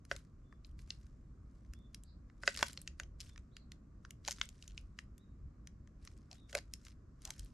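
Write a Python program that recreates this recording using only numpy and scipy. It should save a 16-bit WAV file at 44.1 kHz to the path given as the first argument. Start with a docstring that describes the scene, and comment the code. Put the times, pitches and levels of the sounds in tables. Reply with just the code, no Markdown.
"""A small walled yard: sparrows feed on plastic trays close by.
Beak blows are filtered impulses that excite tray modes; husks crack as impulses in sprays of noise.
Loose seed patters as tiny pings and slides as noise; crumbs land and feet scuff the tray.
Another small bird calls far off in swept tones, mostly heard as echo.
Under it all lie a low town rumble and air noise, both shaped from random noise."""
import sys
import numpy as np
from scipy import signal
from scipy.fft import rfft, irfft, next_fast_len
from scipy.io import wavfile
from scipy.ndimage import uniform_filter1d, map_coordinates

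SR = 44100
rng = np.random.default_rng(int(sys.argv[2]) if len(sys.argv) > 2 else 0)


def unload_audio(sound):
    """Save the sound as a 16-bit wav file, at the path given as the first command line argument."""
    columns = np.transpose(np.atleast_2d(sound))
    # keep every value between -1 and 1, then stretch to whole-number steps
    steps = np.round(np.clip(columns, -1, 1) * 32767)
    wavfile.write(sys.argv[1], SR, steps.astype(np.int16))


N = 332073
HIT = 4096  # samples in one contact sound
TOP_HZ = 12700  # band limit

# shoves of a beak or foot through the loose seed:
# t/s at the height, relative level/dB, rise/s, settling/s
SHOVES = [(0.17, -72, .04, .12), (0.655, -80, .02, 0.098), (0.795, -76, 0.029, 0.2),
          (0.91, -77.5, 0.048, 0.33), (1.56, -88.5, 0.23, 0.45), (2.424, -66.5, 0.0095, 0.12),
          (2.604, -51, 0.12, 0.16), (3.201, -63.5, 0.011, 0.16), (4.272, -52.5, 0.027, 0.14),
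          (4.64, -74, 0.37, .3), (6.04, -74, 0.062, 0.31), (6.32, -73, .02, .12), (6.496, -67, 0.018, 0.17),
          (6.868, -68, 0.1, 0.086), (7.255, -64, 0.058, .16), (7.384, -67.5, 0.043, 0.19)]


def amp(db):
    """Level in decibels to amplitude ratio."""
    return 10 ** (np.asarray(db) / 20)


def unit(x):
    """Normalisation to rms 1."""
    return x / np.sqrt(np.mean(x ** 2) + 1e-20)


def along(points, hz):
    """Interpolation of (Hz, value) points on a logarithmic frequency axis."""
    f, v = np.transpose(points)
    return np.interp(np.log(hz + 1), np.log(f + 1), v)


def wobble(rate, size=N):
    """Slow random modulation: a smooth curve through random knots, rate of them a second."""
    knots = rng.standard_normal(int(size * rate / SR) + 4)
    return map_coordinates(knots, [np.arange(size) * rate / SR])


def filtered(x, response):
    """Linear filtering: the spectrum times a response of frequency."""
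    m = next_fast_len(N + SR // 2)
    return irfft(rfft(x, m) * response(np.fft.rfftfreq(m, 1 / SR)), m)[..., :N]


def causal(gain):
    """Minimum phase: folding the cepstrum makes this gain ring only after its onset."""
    cepstrum = irfft(np.log(np.maximum(gain, 1e-6)))
    cepstrum[1:HIT // 2] *= 2
    cepstrum[HIT // 2 + 1:] = 0
    return np.exp(rfft(cepstrum))


def add(track, s, sound):
    """Superposition: mix a sound in at s seconds."""
    part = track[..., max(round(s * SR), 0):][..., :sound.shape[-1]]
    part += sound[..., :part.shape[-1]]


def pecks(click_db=7.5, knock_db=-12, spot_octaves=0.41, contact_s=.0007):
    """Modal excitation: a beak clicks through the seed, and the spot it hits decides which modes answer."""
    # beak blows: t/s, click level/dB before click_db, ring f/Hz, sheen level/dB,
    # thud level/dB, knock level/dB, knock f/Hz, rebound delay/s
    beak_blows = [(0.1129, -22.5, 2900, -49, -38.5, -27.5, 1590, .00067),
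                  (2.4338, -34.5, 3200, -29.5, -53.5, -35.5, 1550, .00042),
                  (2.4762, -11.5, 4900, -34.5, -33, -19, 1715, .00062),
                  (2.627, -12, 2900, -27, -38, -18.5, 1242, .0018),
                  (2.9982, -26.5, 2600, -25, -56.5, -36.5, 1620, .00113),
                  (4.2829, -22, 6900, -21, -45, -32.5, 1076, .0017),
                  (6.528, -34.5, 3250, -17.5, -54, -45.5, 1670, .00063),
                  (6.5501, -17.5, 4430, -16.5, -33, -29.5, 2000, .0018)]
    # the tray floor bending as a whole: f/Hz, relative level/dB, t60/s
    floor_modes = [(410, -8, 0.052), (558.6, 1, .06), (692, -2.5, 0.044)]
    # stiffer modes of the tray: f/Hz, relative level/dB, t60/s
    stiff_modes = [(994, 2.5, 0.011), (1200, -5, 0.017), (1510, -2, 0.025), (2023, -2, 0.018),
                   (2200, -5, 0.0059), (2600, 0, 0.023)]
    out = np.zeros((2, N))
    mode_hz = np.array(stiff_modes)[:, 0]
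    for s, db, ring_hz, sheen_db, thud_db, tray_db, knock_hz, rebound_s in beak_blows:
        click = snap(knock_db, ring_hz, sheen_db, echo=0.36, echo_s=rebound_s, bass_db=-14.5)
        add(out, s, amp(db + click_db) * click)
        spot = np.exp(-.5 * (np.log2(mode_hz / knock_hz) / spot_octaves) ** 2)
        thud = amp(thud_db) * ringing(floor_modes).sum(0)
        knock = amp(tray_db) * spot @ ringing(stiff_modes)
        add(out, s + contact_s, (thud + knock) * amp([[-.5], [.5]]))  # right louder by 1 dB
    return out


def ringing(modes):
    """Damped modal vibration: one decaying sine per mode, neighbours of opposite sign."""
    t = np.arange(HIT) / SR
    sines = []
    for k, (hz, db, t60) in enumerate(modes):
        decay = amp(db + rng.normal(0, 1) - 60 * t / t60)
        sines.append((-1) ** k * decay * np.sin(2 * np.pi * hz * t))
    return np.array(sines)


def cracks(count=3):
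    """Brittle fracture: husks split at once or in stages, each with its own pitch."""
    # single cracks: t/s, level/dB before the husk gain, knock level/dB, ring f/Hz, sheen level/dB
    splits = [(0.0507, -50.5, -9, 5700, -8), (0.163, -37.5, -14, 2320, -20), (0.525, -47.5, 17, 2400, -55),
              (0.6465, -46.5, -55, 4170, -59), (0.7907, -50, -17, 2500, -23),
              (0.9043, -27.5, -42, 4770, -42), (1.735, -44, -13, 2570, -12),
              (1.945, -36.5, -24, 4800, -10.5), (2.0352, -48, -44, 7100, -3.5),
              (2.2984, -53.5, 2, 2230, -50), (2.5495, -35.5, -22, 2830, -51), (2.5625, -35, -20, 4850, -12),
              (2.5729, -29.5, -16, 4800, -22), (2.5901, -31, -5, 4100, -22),
              (2.6676, -38, -17.5, 2600, -14), (2.6821, -38.5, -21, 4500, -12),
              (2.7305, -40.5, -32, 6850, -8), (2.774, -32, -18.5, 4250, -33),
              (2.8154, -40.5, -20, 7350, 6.5), (2.8753, -30, -30, 2510, -35),
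              (3.033, -43.5, -15.5, 5670, -28.5), (3.3595, -47, -5.5, 2220, -42.5),
              (3.3771, -43.5, -12, 2270, -26), (3.5666, -39, -17, 2180, -27),
              (3.7183, -40.5, -19.5, 4020, -22.5), (4.0493, -39.5, 1, 6360, -43),
              (4.1066, -39, -22, 2450, -13), (4.2488, -39.5, -21.5, 4130, -27),
              (4.277, -25, -38, 6160, -23), (4.384, -45, -8, 3130, -26), (4.413, -18.5, -15, 3200, -45),
              (4.4545, -47, -35, 7400, -11.5), (4.489, -41, -34, 7100, -16), (4.6244, -42, -43, 5200, -25),
              (4.6777, -40.5, -43, 5850, -16.5), (4.777, -33, -30.5, 2760, -44),
              (4.988, -32, -5.5, 2600, -30.5), (5.1796, -52.5, -14, 6700, -6),
              (5.672, -41.5, -14, 6200, -18), (5.8736, -54.5, -2, 6400, -19), (6.05, -47, -13, 5190, -7),
              (6.0741, -40.5, -13.5, 2540, -49), (6.313, -40, -25, 4960, -32.5),
              (6.3286, -43, -38, 5080, -24.5), (6.7363, -30.5, -29.5, 5550, -11),
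              (6.8499, -46, -25, 6630, -12), (6.8663, -45, -10.5, 2230, -32.5),
              (6.8828, -48.5, -8, 2740, -18), (7.2188, -50, -19, 5730, -7), (7.2513, -30.5, -31, 7200, -15),
              (7.2739, -42.5, -24, 5050, -26), (7.3043, -29.5, -17.5, 5800, -11),
              (7.3936, -38.5, -52, 6240, -7)]
    # seeds crushed in quick stages: t/s, level/dB before the husk gain, knock level/dB, ring f/Hz,
    # sheen level/dB, time between stages/s, loss per stage/dB
    crushings = [(3.2031, -35.5, -43, 5200, -20, 0.0054, 2), (4.309, -26.5, -23, 6500, -15.5, 0.008, 4),
                 (4.698, -55.5, -31, 2720, -35.5, .0102, 0.5),
                 (6.5716, -33.5, -9.5, 4600, -20.5, 0.0071, .5)]
    out = np.zeros((2, N))
    for s, db, knock_db, ring_hz, sheen_db in splits:
        add(out, s, husk(db, knock_db, ring_hz, sheen_db))
    for s, db, knock_db, ring_hz, sheen_db, gap_s, loss_db in crushings:
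        for stage in range(count):
            add(out, s + stage * gap_s, husk(db - stage * loss_db, knock_db, ring_hz, sheen_db))
    return out


def husk(db, knock_db, ring_hz, sheen_db, gain_db=11.0):
    """Impulsive radiation of a light body: a dry tick of husk with little bass."""
    return amp(db + gain_db) * snap(knock_db, ring_hz, sheen_db, echo=0.19, echo_s=.00097, bass_db=-35)


def snap(knock_db, ring_hz, sheen_db, echo, echo_s, bass_db, splinter=1.4, splinter_t60=0.0082,
         rise_s=0.0016, ring_db=6, ring_octaves=0.18, dulling=0.13):
    """Source and filter: an impulse in a spray of splinters, with a rebound; stereo, its mean of energy 1."""
    t, hz = np.arange(HIT) / SR, np.fft.rfftfreq(HIT, 1 / SR)
    spray = rng.standard_normal((3, HIT)) * amp(-60 * t / splinter_t60) * (1 - np.exp(-(t / rise_s) ** 2))
    spray = rfft(spray / np.linalg.norm(spray, axis=1)[:, None])
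    chance = rng.standard_normal(3)
    impulse = np.exp(-2j * np.pi * hz * 0.0009)  # the body gives way a moment after the first touch
    force = impulse + splinter * (spray[0] + 0.51 * spray[1:])  # one shared spray, one per channel
    bounce = 1 + echo * np.exp(-2j * np.pi * hz * echo_s * (1 + 0.023 * chance[0]))
    # f/Hz, level/dB
    colour = [(200, knock_db + bass_db), (800, knock_db - 15), (1500, knock_db + 7.5), (2600, -9.5),
              (6800, dulling * sheen_db - 8.0), (8800, sheen_db), (12000, sheen_db - 2.5),
              (15000, sheen_db - 19)]
    ring = ring_db * np.exp(-.5 * (np.log2((hz + 1) / ring_hz) / ring_octaves) ** 2)
    halves = np.array([[.5], [-.5]])
    # the right channel hears the tray a little before the left one
    lag = np.exp(-2j * np.pi * hz * halves * (1.5e-5 + 3e-6 * chance[1]))
    sound = irfft(force * bounce * lag * causal(amp(along(colour, hz) + ring)))
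    return sound / np.linalg.norm(sound.mean(0)) * amp(halves * (0.8 + 0.5 * chance[2]))


def crumbs(count=4, knock_db=-18, ring_hz=4300, sheen_db=-14, colour_spread_db=7, pitch_octaves=.5,
           follows=0.77):
    """Random impacts: each shove throws up crumbs that land as the seed settles, louder after harder shoves."""
    base_db, spread_db = -57, 3  # before the husk gain
    span = .6  # share of the settling time in which they land
    out = np.zeros((2, N))
    usual_db = np.mean([row[1] for row in SHOVES])
    for s, db, _, settle_s in SHOVES:
        landings = s + span * settle_s * rng.random(count)
        for when, (weight, pitch, hardness) in zip(landings, rng.standard_normal((count, 3))):
            size_db = base_db + follows * (db - usual_db) + spread_db * weight
            tilt_db = colour_spread_db * hardness
            crumb_hz = ring_hz * 2 ** (pitch_octaves * pitch)
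            add(out, when, husk(size_db, knock_db - tilt_db, crumb_hz, sheen_db + tilt_db))
    return out


def loose_seed(blows, gain_db=2.0, sliding=0.53):
    """Granular friction: pushed and shaken seed patters in grains and slides in noise."""
    # relative spectrum of the seed: f/Hz, level/dB
    seed_colour = [(240, -40.5), (400, -6.5), (590, -5), (823, -18.5), (1510, -3.5), (1740, -4), (3430, -8),
                   (5060, -3), (7690, -7), (11700, -17.5), (12600, -28.5), (16300, -55), (22000, -120)]
    shaken = jolts(blows, jolt_db=-19, settle_t60=0.15, brush_s=.005)
    stir = np.hypot(amp(gain_db) * stirring(), shaken)
    slide = rng.standard_normal(N) + 0.35 * rng.standard_normal((2, N))
    patter = grains() + sliding * slide
    clumps = amp(3.5 * wobble(220))  # grains tumble in small groups
    return stir * unit(filtered(patter * clumps, lambda hz: amp(along(seed_colour, hz))))


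def stirring():
    """Exponential rise and decay: each shove moves the seed and lets it settle; a gain per sample."""
    t = np.arange(N) / SR
    range_db = 22.5  # gained over a rise and lost over a settling
    return sum(amp(db - range_db * np.maximum((s - t) / rise_s, (t - s) / settle_s))
               for s, db, rise_s, settle_s in SHOVES)


def jolts(blows, jolt_db, settle_t60, brush_s):
    """Energy smoothing: the beak brushes the seed on the way in, and the seed settles after the blow."""
    t = np.arange(-SR // 4, SR // 4) / SR
    # -120 in amp() is 60 dB of energy per settle_t60
    shape = np.exp(np.minimum(t, 0) / brush_s) * amp(-120 * np.maximum(t, 0) / settle_t60)
    energy = signal.fftconvolve(blows.mean(0) ** 2, shape / shape.sum(), mode="same")
    return amp(jolt_db) * np.sqrt(np.abs(energy))


def grains(rate=1900, scatter_db=3.5, life_s=.0004, size=96):
    """Shot noise of rms 1: each grain is a tiny damped ping with its own pitch, strength and side."""
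    when, pitch, strength, side = rng.random((int(rate * N / SR), 4)).T[..., None]
    t = np.arange(size) / SR
    level = amp(-scatter_db * np.log(0.04 + strength))
    pings = level * np.exp(-t / life_s) * np.sin(2 * np.pi * pitch * TOP_HZ * t)
    at = ((when * (N - size)).astype(int) + np.arange(size)).ravel()
    return unit(np.array([np.bincount(at, (pings * (1 + way * (side - .5))).ravel(), N) for way in (1, -1)]))


def scuffs(sharpness=4.3):
    """Friction driving a resonator: uneven slips of claws and beaks set the tray floor rumbling."""
    # drags over the tray floor: t/s, length/s, body f/Hz, level/dB
    drags = [(0.125, 0.04, 510, -63.5), (2.579, 0.045, 1130, -62), (2.761, 0.046, 533, -73.5),
             (3, 0.065, 662, -76), (4.272, 0.021, 670, -48.5), (6.298, 0.053, 679, -69.5),
             (6.532, 0.067, 587, -51.5), (7.24, 0.085, 855, -65.5)]
    out, hz = np.zeros(N), np.fft.rfftfreq(HIT * 2, 1 / SR)
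    for s, length, body_hz, db in drags:
        size = int(length * SR)
        slips = rng.standard_normal(size) * amp(2.8 * wobble(300, size=size))
        slips *= np.sin(np.linspace(0, np.pi, size))
        damping = 1j * hz * body_hz / sharpness
        body = damping / (body_hz ** 2 - hz ** 2 + damping)
        sound = irfft(rfft(slips, HIT * 2) * body / (1 + 1j * hz / (2 * body_hz)))
        add(out, s, amp(db) * sound / np.std(sound[:size]))
    return out


def far_calls():
    """Frequency modulation: chirps sweep up and droop, some whistled and some buzzy with flutter."""
    # calls: t/s, length/s, top f/Hz, upward sweep/share, level/dB before the path gains, pitch flutter/share
    chirps = [(0.429, 0.13, 3570, .045, -84, 0.017), (1.73, .14, 3600, 0.083, -74.5, 0.02),
              (2.032, .11, 4450, 0.11, -71.5, 0.077), (3.262, .06, 3670, 0.11, -71, .02),
              (3.512, .13, 4380, 0.2, -72, .05), (5.181, 0.077, 3885, 0.12, -75, .01),
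              (6.351, .06, 3820, .15, -67.5, .012), (6.425, 0.046, 3670, .02, -74, .025)]
    top_at, droop = .4, 0.04  # share of a call spent rising, share of the pitch lost afterwards
    out = np.zeros(N)
    for s, length, top_hz, sweep, db, flutter in chirps:
        u = np.linspace(0, 1, int(length * SR))
        glide = np.interp(u, [0, top_at, 1], [1 - sweep, 1, 1 - droop])
        pitch = top_hz * glide * (1 + flutter * wobble(670, size=len(u)))
        swell = np.sqrt(np.abs(np.sin(np.pi * u))) * amp(3.3 * wobble(50, size=len(u)))
        add(out, s, amp(db) * unit(swell * np.sin(2 * np.pi * np.cumsum(pitch) / SR)))
    return out


def yard(x, stretch=1):
    """Diffuse reverberation: the walls answer with a decaying noise tail; stretch lengthens it."""
    # reverberation: f/Hz, t60/s at stretch 1
    decay_times = [(300, 0.067), (1500, 0.17), (5000, 0.19), (12000, 0.14)]
    hz, t, z = signal.stft(rng.standard_normal((2, SR // 2)), SR, nperseg=256)
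    decay = amp(-60 * t / (stretch * along(decay_times, hz)[:, None]))
    tail = signal.istft(z * decay, SR, nperseg=256)[1]
    tail *= 1 - np.exp(-np.arange(tail.shape[1]) / SR / 0.0024)  # soft onset
    return signal.fftconvolve(x[None], tail / np.linalg.norm(tail[0]), axes=1)[:, :N]


def town():
    """Superposed random noise: a heaving traffic rumble with deep swells, under nearly steady air noise."""
    # relative spectrum of the rumble: f/Hz, level/dB
    rumble_colour = [(11, -41.5), (18, -8.5), (54, 3), (70, 1), (97, -7.5), (140, -15.5), (180, -47),
                     (310, -120)]
    # relative spectrum of the air noise: f/Hz, level/dB
    air_colour = [(60, -40), (110, -3.5), (160, -6), (220, -9), (308, -14.5), (440, -25.5), (650, -30.5),
                  (860, -39), (1130, -29.5), (1450, -35.5), (2000, -42.5), (3300, -53.5), (5200, -49.5),
                  (7500, -50), (9000, -61.5), (12500, -66), (15000, -89.5)]
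    # deep swells of the rumble: t/s, half width/s (to 1/e of the gain in dB), gain/dB
    swells = [(0.8, 0.08, 8.5), (5.451, 0.038, 13), (7.42, 0.036, 6)]
    rumble_db, heave_db, heave_rate, air_db = -57, 1.73, 9, -63  # heave_rate: knots a second
    t = np.arange(N) / SR
    swell_db = sum(db * np.exp(-((t - s) / width_s) ** 2) for s, width_s, db in swells)
    heaving = amp(rumble_db + heave_db * wobble(heave_rate) + swell_db)
    return heaving * rush(rumble_colour, patchy_db=0.42) + amp(air_db) * rush(air_colour, patchy_db=1.0)


def rush(spectrum, patchy_db):
    """Partial coherence: outdoor noise, nearly mono in the bass, with patches of random gain."""
    # stereo width: f/Hz, side minus mid level/dB
    side_levels = [(60, -25.5), (110, -26), (200, -14), (350, -9.5), (630, -3), (1140, -2.5), (3700, -3.5),
                   (6700, -1), (12000, -7.5)]
    z = signal.stft(rng.standard_normal((2, N)), nperseg=512)[2]
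    field = uniform_filter1d(rng.standard_normal(z.shape[1:]), size=6, axis=0)
    field = uniform_filter1d(field, size=16, axis=1)
    pair = signal.istft(z * amp(patchy_db * unit(field)), nperseg=512)[1][:, :N]

    def response(hz):
        return amp(along(spectrum, hz)) * np.array([np.ones_like(hz), amp(along(side_levels, hz))])

    mid, side = filtered(pair, response)
    return np.array([mid + side, mid - side]) / np.std(mid)


def scene():
    """Direct-to-reverberant ratio: near feeding is almost dry, the far calls are mostly echo."""
    blows, calls = pecks() + cracks(), far_calls()
    feeding = blows + crumbs() + loose_seed(blows) + scuffs()
    # the far calls ring on longer than sounds inside the yard
    far = amp(-11.5) * calls + amp(-9) * yard(calls, stretch=1.3)
    return feeding + amp(-16) * yard(feeding.mean(0)) + far + town()


def record(dry):
    """Steep low-pass filtering: little remains above the band limit."""
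    return filtered(dry, lambda hz: 1 / np.sqrt(1 + (hz / TOP_HZ) ** 60))


dry = scene()
out = record(dry)
unload_audio(out)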